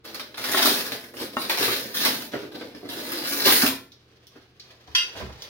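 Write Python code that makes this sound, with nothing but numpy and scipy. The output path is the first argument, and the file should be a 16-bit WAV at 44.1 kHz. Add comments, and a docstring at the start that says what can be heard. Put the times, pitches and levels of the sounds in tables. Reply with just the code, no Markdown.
"""Scooping food from a foil tray

A steel spoon digs food out of a thin aluminium tray in a small, hard-walled kitchen. Rasps, crackles and the
tray's boom are streams of tiny slips; buckles and soft plops are shaped bursts of noise. A knock's boom is the
tray's lowest tone ringing out. Steps and rustling sleeves come nearer, with light ticks; a spoon clinks on a
china plate among them. The plate is made of ringing tones that fade away; room air and a faint appliance hum
lie below."""
import sys
import numpy as np
from scipy import signal
from scipy.fft import rfft, irfft, next_fast_len
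from scipy.io import wavfile
from scipy.ndimage import uniform_filter1d, map_coordinates

SR = 44100
rng = np.random.default_rng(int(sys.argv[2]) if len(sys.argv) > 2 else 0)


def unload_wav(signal):
    """Save mono or channel-first audio to the path in sys.argv[1] as 16-bit WAV at rate SR, clipped to [-1, 1]."""
    wavfile.write(
        sys.argv[1],
        SR,
        np.round(np.clip(np.atleast_2d(signal).T, -1, 1) * 32767).astype(np.int16),
    )


N = 242285
TIME = np.arange(N) / SR  # seconds, whole scene
T = TIME[:SR // 2]  # seconds, one short sound

# Table levels are relative: the *_db settings of the functions and the room shift them further.
# Fade times (t60) are the time to fall by 60 dB, before any damping setting shortens them.

# Strokes of the spoon: (start [s], swell time [s], length [s], rasp at full swell [dB],
# rise during the swell [dB], foil fizz relative to the rasp [dB])
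STROKES = [(0.048, 0.03, 0.35, -46.5, -10, -5), (0.373, 0.24, 0.71, -24, 17, 0),
           (0.652, .005, 0.02, -23, -5, 1), (1.129, 0.076, 0.11, -35.5, 14.5, -2),
           (1.325, 0.066, 0.13, -36, 11, -3.5), (1.49, .01, 0.014, -30, 3, 2.5),
           (1.534, 0.052, 0.45, -24.5, 23.5, -0.5), (1.941, 0.056, 0.31, -28.5, 1.5, 1),
           (2.318, 0.0093, 0.14, -44, 0, -6.5), (2.517, 0.075, 0.19, -46.5, 0, -9),
           (2.749, .06, .13, -50.5, -3, -7.5), (2.887, 0.5, 0.59, -30.5, 8.5, -2.5),
           (3.267, 0.022, 0.27, -37, 2, 9), (3.443, 0.017, 0.23, -22, 9, 5.5),
           (3.621, 0.019, 0.053, -27.5, -14, -1)]
HOLD_S, EASE_DB_PER_S = 0.062, 70  # the hand keeps up its pressure, then eases off
BITE_DB_PER_S, LIFT_DB_PER_S = 3002.5, 267  # the spoon meets the tray abruptly, leaves it gradually
BOOM_EVEN_DB = -36.5  # force at which boom and rasp are equal, before their own level settings
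BOOM_GROWS = 0.57  # dB of boom per dB of rasp
# The foil buckles under the spoon: (time [s], peak [dB], fizz relative to it [dB])
BUCKLES = [(0.051, -26, -13), (0.145, -17.5, -3.5), (0.196, -15.5, -15), (0.343, -21, -27),
           (0.378, -16.5, -11), (0.44, -11.5, -8), (0.517, -13, 2), (0.572, -3, -13), (0.657, -1, -6),
           (0.92, -10, -11.5), (1.496, -8.5, -8.5), (2.05, -5, -3.5), (3.119, -13, -2.5),
           (3.454, -1.5, -11), (3.47, -1.5, -15), (3.501, -11, -3)]
# The spoon slips off the tray's rim and sings: (time [s], peak [dB])
RIM_SLIPS = [(1.39, -24)]
# The spoon knocks on the tray's floor: (time [s], peak [dB], boom relative to it [dB])
KNOCKS = [(0.5448, -10.5, -18), (1.141, -29, -22), (1.3684, -9.5, -17), (3.635, -14, 2)]
# Soft, dull plops and low thumps under the scraping: (time [s], peak [dB], wet smack relative to it [dB])
PLOPS = [(1.211, -20, -2.5), (1.498, -20.5, 11), (1.61, -16.5, -12), (1.679, -18.5, 4), (2.053, -14.5, -4),
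         (2.076, -14.5, -15), (2.335, -16, -1), (2.352, -15.5, -6.5), (2.431, -20.5, -9), (2.61, -21, -5),
         (2.83, -24, -16), (2.847, -30.5, -5), (3.459, -11, -5), (3.642, -13, 0), (3.699, -30, 3)]
# Small morsels tumble while the spoon is in soft food
MORSELS_FROM_S, MORSELS_TO_S, MORSELS_PER_S = 2.4, 3.3, 8
MORSEL_DB, MORSEL_SMACK_DB, MORSEL_SCATTER_DB = -27.5, -6.5, 1.5
# The spoon lands on the plate and bounces: (time [s], level [dB])
CLINKS = [(4.9495, -3), (4.965, -20.5), (4.981, -15), (4.992, -17)]
# Light ticks on the plate: (time [s], peak [dB], treble relative to it [dB])
TICKS = [(3.919, -34, -15), (4.269, -33.5, -9), (4.5974, -27, -23), (4.874, -40.5, -20), (5.4211, -21, -10)]
PLATE_BLUR_HZ = 10  # the spoon chatters on the china and widens its tones
# Footfalls: (time [s], heel thud [dB], sole scuff [dB])
STEPS = [(4.354, -60, -34.5), (4.875, -45, -37.5), (5.15, -37.5, -30.5), (5.2, -30, -22.5),
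         (5.288, -40.5, -33)]
# Sleeves swish while walking: (loudest moment [s], level [dB])
SWISHES = [(4.07, -59.5), (4.35, -57), (4.71, -51), (4.92, -58), (5.192, -38), (5.47, -47)]
SWISH_DB_PER_S = 147  # each swish rises and falls at this rate
# Steady rustle as the cook comes nearer: (time [s], level [dB])
RUSTLE = [(3.85, -64), (4.55, -63.5), (5.1, -49), (5.3, -48), (5.49, -45)]

# Ringing of the tray with the spoon in it: (frequency [Hz], level [dB], t60 [s])
TRAY_TONES = [(266.6, 0.5, 0.097), (378, -9.5, 0.16), (620, -8.5, 0.12), (822, -7, 0.098),
              (1090, -2.5, 0.1), (1320, -2, 0.088), (1444, -2.5, 0.067), (1830, -2.5, 0.06),
              (2110, -11, .1), (2700, -23.5, 0.15), (2810, -9.5, .1)]
# Ringing of the steel spoon: (frequency [Hz], level [dB], t60 [s])
SPOON_TONES = [(3790, -8, .15), (4082, 0, .2), (4900, -6, .12), (7320, -14, .2), (9151, -3, .18),
               (9894, -3, .18), (10071, -6, .14), (11532, -6, .12), (13697, -3, .16), (15346, -5, .14)]
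# Ringing of the china plate: (frequency [Hz], level [dB], t60 [s])
PLATE_TONES = [(1030, -17, 0.1), (1420, -10.5, 0.2), (1737, -14, 0.16), (2060, -13, 0.2), (2610, -7, 0.29),
               (2836, 2, 0.13), (2820, -4.5, 0.21), (3220, 0.5, 0.12), (3300, -14, 0.28), (3770, -8, 0.2),
               (4210, -21, 0.12), (4600, -23, 0.1), (4730, 1, 0.081), (5450, -21, .2), (5460, -9.5, 0.11),
               (6020, -7, 0.14), (7300, -24.5, 0.24), (8660, -24, 0.24), (9900, -25, 0.28),
               (11300, -33, .16), (11560, -26, 0.24), (13600, -25, .16), (14900, -29, .16)]

# Noise colours; only the shape counts.
# The tray's boom: (frequency [Hz], density [dB per Hz])
BOOM = [(25, -59.5), (95, -26), (128, -10.5), (170, -16.5), (215, -4), (265, 0), (360, -2.5), (480, -2.5),
        (650, -7), (900, -18.5), (2000, -69.5), (8000, -80.5)]
# The tray's rasp: (frequency [Hz], density [dB per Hz])
RASP = [(60, -70.5), (300, -51.5), (600, -8), (850, -4), (1150, -4), (1700, -1), (2600, -5), (4000, -1),
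        (5200, -3.5), (6500, -21.5), (7800, -22), (12000, -45.5)]
# The foil's fizz: (frequency [Hz], density [dB per Hz])
FIZZ = [(100, -80.5), (3000, -34.5), (6000, 0.5), (7200, -1.5), (7900, -8), (9000, 0.5), (11000, 4),
        (15600, 5), (17000, -10.5)]
# A soft, dull plop: (frequency [Hz], density [dB per Hz])
PLOP = [(25, -42.5), (70, -15.5), (128, -8.5), (170, -15.5), (250, -1), (370, 2.5), (480, -1.5),
        (650, -8.5), (900, -21.5), (2000, -42.5), (8000, -69.5)]
# A wet smack: (frequency [Hz], density [dB per Hz])
SMACK = [(60, -54.5), (400, -30.5), (900, 7), (1600, 7.5), (3000, 2), (5500, -10.5), (7500, -22),
         (15000, -21.5)]
# The crack of steel on china: (frequency [Hz], density [dB per Hz])
CRACK = [(60, -75), (400, -48), (750, -46), (1050, -13.5), (1900, 2.5), (2250, -19), (2900, 6.5),
         (4300, 2.5), (5900, 4.5), (6700, -25), (8000, -41), (10000, -29), (16000, -32)]
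# A light tick on the plate: (frequency [Hz], density [dB per Hz])
TICK = [(100, -50), (700, -21), (2000, 4), (3300, 17.5), (5500, 19.5), (7500, -4.5), (15000, -30.5)]
# A heel on the floor: (frequency [Hz], density [dB per Hz])
THUD = [(25, -29), (55, -8), (78, -1), (100, -9), (125, -3), (200, -16), (500, -31), (4000, -77)]
# A sole on the floor: (frequency [Hz], density [dB per Hz])
SCUFF = [(80, -37), (250, 1.5), (400, 0.5), (620, -7), (1000, -9), (2000, -15.5), (5000, -29),
         (7500, -40.5), (15000, -42)]
# Rubbing cloth: (frequency [Hz], density [dB per Hz])
CLOTH = [(150, -18.5), (400, 4), (1000, -5), (2000, -4), (4500, -3.5), (6200, -10.5), (7500, -23),
         (15000, -21.5)]
# Room air: (frequency [Hz], density [dB per Hz])
AIR = [(18, -51), (30, -6.5), (95, -4.5), (170, -2.5), (449, -3.5), (649, -17.5), (1040, -15),
       (1390, -14.5), (4650, -20), (6720, -33), (7270, -34.5), (14800, -47), (16000, -38)]

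# Appliance hum: (frequency [Hz], level [dB])
HUM = [(80.7, -69), (121, -64.5), (366, -72.5), (452, -75)]
# Fading of the room's tail, before its spectrum is flattened: (frequency [Hz], t60 [s])
WALLS = [(100, 0.6), (300, 0.32), (1500, 0.36), (5000, 0.33), (15000, 0.23)]
# How alike left and right are in echoes and air: (frequency [Hz], likeness from -1 to 1 [no unit])
ALIKE = [(100, 0.79), (300, 0.95), (640, 0.54), (1400, 0.062), (3100, -0.098), (7000, 0.032),
         (15000, 0.056)]
PORT_LAG = 5  # samples by which the right channel hears direct sound later
TOP_HZ = 16000  # band limit


def scraping(rasp_db=1.5, boom_db=-3, fizz_db=-1, tray_db=-11, spoon_db=-13):
    """The spoon's slips shake the tray's floor, rasp on its ribs and crackle its creases."""
    force, creasing = strokes()
    grip = shifting(slips(rate=900, spread_db=5.5, clump_db=2.5), depth_db=2)
    contact = force * grip
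    rasp = amp(rasp_db) * colour(contact, RASP)
    tray = amp(tray_db) * thin(resonate(contact, TRAY_TONES, damping=2.7), lowest_hz=210)

    # the boom grows more slowly than the rasp
    shaking = amp(BOOM_EVEN_DB + boom_db) * (force / amp(BOOM_EVEN_DB)) ** BOOM_GROWS
    floor = colour(shaking * slips(rate=400, spread_db=2, clump_db=2.0), BOOM)

    crackle = slips(rate=3200, spread_db=9.0, clump_db=0.5)
    creases = amp(fizz_db) * creasing * (grip + crackle) / np.sqrt(2)
    foil = colour(creases, FIZZ)
    spoon = amp(spoon_db) * resonate(creases, SPOON_TONES, damping=3.2)
    return rasp + tray + floor + foil + spoon


def strokes():
    """Each stroke bites, swells, holds, eases off and lifts; gives the force on tray and creases."""
    force, creasing = np.zeros(N), np.zeros(N)
    for start, swell_s, length_s, db, swell_db, fizz_db in STROKES:
        t = TIME - start
        swell = swell_db * np.clip(t / swell_s - 1, -1, 0)
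        ease = EASE_DB_PER_S * np.maximum(t - swell_s - HOLD_S, 0)
        bite = BITE_DB_PER_S * np.maximum(-t, 0)
        lift = LIFT_DB_PER_S * np.maximum(t - length_s, 0)
        push = amp(db + swell - ease - bite - lift)
        force = np.hypot(force, push)
        creasing = np.hypot(creasing, push * amp(fizz_db))
    return force, creasing


def buckles(gain_db=-3.0, boom_db=-17, fizz_db=2, spoon_db=-22, t60=0.19, growth=0.33):
    """Each buckle is a run of snaps, longer when harder, that also rings the spoon."""
    out = np.zeros(N)
    for s, db, fizz in BUCKLES:
        run = burst(t60 * amp(growth * db)) * rng.random(len(T)) ** 3  # uneven snaps
        snaps = run + 0.68 * burst(0.0107)  # plus a sharp start
        sound = peak(colour(snaps, RASP))
        sound += amp(boom_db) * peak(colour(snaps, BOOM))
        sound += amp(fizz + fizz_db) * peak(colour(snaps, FIZZ))
        sound += amp(spoon_db) * peak(ring(SPOON_TONES))
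        add(out, s, amp(db + gain_db) * sound)
    return out


def rim_slips(slide_t60=0.063, damping=1.0):
    """A short slide along the rim sets the freed spoon ringing."""
    out = np.zeros(N)
    for s, db in RIM_SLIPS:
        add(out, s, amp(db) * peak(resonate(burst(slide_t60), SPOON_TONES, damping)))
    return out


def knocks(gain_db=0, boom_db=2, scrape_db=-8, lowest_hz=190):
    """Blows padded by food: the tray's upper tones die quickly, its lowest is damped less."""
    out = np.zeros(N)
    for s, db, boom in KNOCKS:
        sound = peak(ring(TRAY_TONES[1:], damping=2.1))
        sound += amp(boom + boom_db) * peak(ring(TRAY_TONES[:1], damping=1.26))
        sound += amp(scrape_db) * peak(colour(burst(0.0084), SMACK))
        add(out, s, amp(db + gain_db) * sound)
    return thin(out, lowest_hz)


def plops(gain_db=-2, smack_db=-1):
    """Soft, dull plops and low thumps: short dark noise with a wet smack on top."""
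    out = np.zeros(N)
    for s, db, smack in PLOPS + morsels():
        plop = peak(colour(burst(0.034), PLOP))
        wet = amp(smack + smack_db) * peak(colour(burst(0.069), SMACK))
        add(out, s, amp(db + gain_db) * (plop + wet))
    return out


def morsels():
    """Small bits of food fall at uneven moments: (time [s], peak [dB], wet smack [dB])."""
    falls = []
    for slot in np.arange(MORSELS_FROM_S, MORSELS_TO_S, 1 / MORSELS_PER_S):
        late, heft = rng.random(2)
        db = MORSEL_DB + MORSEL_SCATTER_DB * (2 * heft - 1)
        falls.append((slot + late / MORSELS_PER_S, db, MORSEL_SMACK_DB))
    return falls


def plate(crack_db=-2, ring_db=0, tick_db=2, top_db=-2):
    """Steel on china: a few light ticks and one ringing, bouncing clink."""
    out = np.zeros(N)
    for s, db in CLINKS:
        tones = ring(PLATE_TONES, damping=1.18, blur_hz=PLATE_BLUR_HZ)
        china = amp(ring_db) * peak(thin(tones, lowest_hz=910))
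        crack = amp(crack_db) * peak(colour(burst(0.043), CRACK))
        add(out, s, amp(db) * (china + crack))
    for s, db, top in TICKS:
        touch = burst(0.0083) + 0.29 * burst(0.077)  # a tap and a short slide
        treble = amp(top + top_db) * peak(colour(touch, FIZZ))
        add(out, s, amp(db + tick_db) * (peak(colour(touch, TICK)) + treble))
    return out


def walking(thud_db=2, scuff_db=1, cloth_db=0):
    """Heels thud on the floor, soles scuff and sleeves rustle."""
    out = np.zeros(N)
    roll = 1 - np.exp(-T / 0.0061)  # the sole rolls onto the floor
    for s, thud, scuff in STEPS:
        heel = amp(thud + thud_db) * peak(colour(burst(0.14), THUD))
        sole = amp(scuff + scuff_db) * peak(colour(roll * burst(0.072), SCUFF))
        add(out, s, heel + sole)
    rubbing = amp(cloth_db) * sleeves() * slips(rate=3000, spread_db=-0.5, clump_db=4)
    return out + colour(rubbing, CLOTH)


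def sleeves():
    """Strength of the cloth's rubbing: swishes over a rustle that comes nearer."""
    swishes = sum(amp(db - SWISH_DB_PER_S * np.abs(TIME - s)) for s, db in SWISHES)
    s, db = np.transpose(RUSTLE)
    rustle = amp(np.interp(TIME, s, db)) * (TIME > s[0])
    return np.hypot(swishes, rustle)


def background(air_db=-62, hum_db=0, waver=1.2):
    """Room air is coloured noise; the appliance hums in tones whose phase wavers (radians)."""
    noises = np.array([colour(rng.standard_normal(N), AIR) for _ in range(2)])
    air = amp(air_db) * unit(spread(noises))
    hum = np.zeros(N)
    for hz, db in HUM:
        phase = 2 * np.pi * hz * TIME + waver * wobble(19)
        hum += amp(db + hum_db) * np.sqrt(2) * np.sin(phase)
    return air + hum


def kitchen(x, direct_db, early_db=0, early_t60=0.037, count=24):
    """Direct sound, near walls and a tail; the echo pattern changes from piece to piece."""
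    out = np.zeros((2, N))
    hop = N // count + 1
    for centre in range(0, N + hop, hop):
        # an echo is noise that fades, at its own rate for each frequency
        hz, t, z = signal.stft(rng.standard_normal((2, SR // 2)), SR, nperseg=256)
        tail = amp(-60 * t / along(WALLS, hz)[:, None])
        early = amp(early_db - 60 * t / early_t60)
        noise = signal.istft(z * (tail + early), SR, nperseg=256)[1]
        echo = spread(even(noise))
        echo /= np.linalg.norm(echo) / np.sqrt(2)
        span = np.arange(max(centre - hop, 0), min(centre + hop, N))
        piece = x[span] * np.cos(np.pi / 2 * (span - centre) / hop)  # neighbours cross-fade
        for channel, response in zip(out, echo):
            add(channel, span[0] / SR, signal.fftconvolve(piece, response))
    direct = np.array([x, np.pad(x, (PORT_LAG, 0))[:N]])  # left hears it a little sooner
    return (out + amp(direct_db) * direct) / np.hypot(1, amp(direct_db))


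def even(echo, share=0.7):
    """Flatten an echo's random spectrum to sound less tonal, faded out over a third of a second."""
    n = SR // 3
    h = rfft(echo, SR)
    fade = np.cos(np.linspace(0, np.pi / 2, n))
    return irfft(h / (np.abs(h) + 1e-9) ** share)[:, :n] * fade


def spread(pair):
    """Turn two unrelated noises into left and right with the likeness in ALIKE."""
    def mix(hz):
        angle = np.arccos(along(ALIKE, hz)) / 2
        return np.array([np.cos(angle), np.sin(angle)])

    mid, side = filtered(pair, mix)
    return np.array([mid + side, mid - side])


def slips(rate, spread_db, clump_db):
    """Stick-slip impulses (rate per second) of uneven size that come in clumps, rms 1."""
    unevenness = spread_db * np.clip(rng.standard_normal(N), -2, 2)
    sizes = amp(unevenness + clump_db * wobble(70))
    happens = rng.random(N) < rate / SR
    return unit(happens * rng.choice([-1, 1], N) * sizes)


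def shifting(x, depth_db, size=7):
    """The colour changes from patch to patch as the contact point moves."""
    z = signal.stft(x, nperseg=512)[2]
    field = rng.standard_normal(z.shape)
    for axis in (0, 1):  # smooth over frequency, then time
        field = uniform_filter1d(field, size, axis)
    return unit(signal.istft(z * amp(depth_db * unit(field)), nperseg=512)[1][:N])


def ring(modes, damping=1, scatter_db=0.0, blur_hz=0):
    """Fading tones with random signs; scatter varies their strength, blur makes their pitch wander."""
    hz, db, t60 = np.transpose(modes)[:, :, None]
    strength = amp(db + scatter_db * rng.standard_normal(db.shape)) * rng.choice([-1, 1], db.shape)
    steps = rng.standard_normal((len(hz), len(T)))
    drift = np.cumsum(steps, 1) * np.sqrt(2 * np.pi * blur_hz / SR)
    tones = np.sin(2 * np.pi * hz * T + drift)
    return np.sum(strength * amp(-60 * damping * T / t60) * tones, 0)


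def resonate(x, modes, damping):
    """Let x set a group of tones ringing, keeping about its power."""
    response = ring(modes, damping, scatter_db=0.5)
    return signal.fftconvolve(x, response / np.linalg.norm(response))[:N]


def burst(t60):
    """A puff of noise that dies away."""
    return rng.standard_normal(len(T)) * amp(-60 * T / t60)


def thin(x, lowest_hz):
    """A small object radiates little deep bass."""
    return signal.sosfilt(signal.butter(2, lowest_hz, "high", fs=SR, output="sos"), x)


def colour(x, spectrum, size=4096):
    """Filter x to the given spectrum without pre-echo, keeping the power of white noise."""
    cepstrum = irfft(np.log(amp(along(spectrum, np.fft.rfftfreq(size, 1 / SR)))))
    # folding the second half onto the first puts the response after time zero
    cepstrum[1:size // 2] *= 2
    cepstrum[size // 2 + 1:] = 0
    response = irfft(np.exp(rfft(cepstrum)))
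    return signal.fftconvolve(x, response / np.linalg.norm(response))[:len(x)]


def filtered(x, response):
    """Multiply the spectrum of x by a response that depends on frequency."""
    n = x.shape[-1]
    m = next_fast_len(n + 8192)
    return irfft(rfft(x, m) * response(np.fft.rfftfreq(m, 1 / SR)), m)[..., :n]


def along(points, hz):
    """Read a (frequency [Hz], value) table on a log frequency axis."""
    f, v = np.transpose(points)
    return np.interp(np.log(hz + 1), np.log(f + 1), v)


def wobble(rate):
    """A smooth random curve with this many knots a second."""
    return map_coordinates(rng.standard_normal(int(N * rate / SR) + 4), [TIME * rate])


def add(track, s, sound):
    """Mix a sound in at time s (seconds)."""
    start = max(round(s * SR), 0)
    track[start:start + len(sound)] += sound[:N - start]


def amp(db):
    """Decibels to gain."""
    return 10 ** (np.asarray(db) / 20)


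def unit(x):
    """Scale to rms 1."""
    return x / np.sqrt(np.mean(x ** 2) + 1e-20)


def peak(x):
    """Scale to peak 1."""
    return x / np.abs(x).max()


def scene():
    """All sources in the kitchen; plate and walking sit a little to the right."""
    digging = kitchen(scraping() + buckles() + rim_slips() + plops(), direct_db=-6)
    knocking = kitchen(knocks(), direct_db=1.5)
    approaching = kitchen(plate() + walking(), direct_db=-6.5) * amp([[-.5], [.5]])  # left, right
    return digging + knocking + approaching + background()


def record(dry):
    """Round off the highest peaks, then cut steeply above the band limit."""
    rounded = dry / (1 + (dry / .68) ** 6) ** (1 / 6)
    return filtered(rounded, lambda hz: 1 / np.sqrt(1 + (hz / TOP_HZ) ** 200))


dry = scene()
out = record(dry)
unload_wav(out)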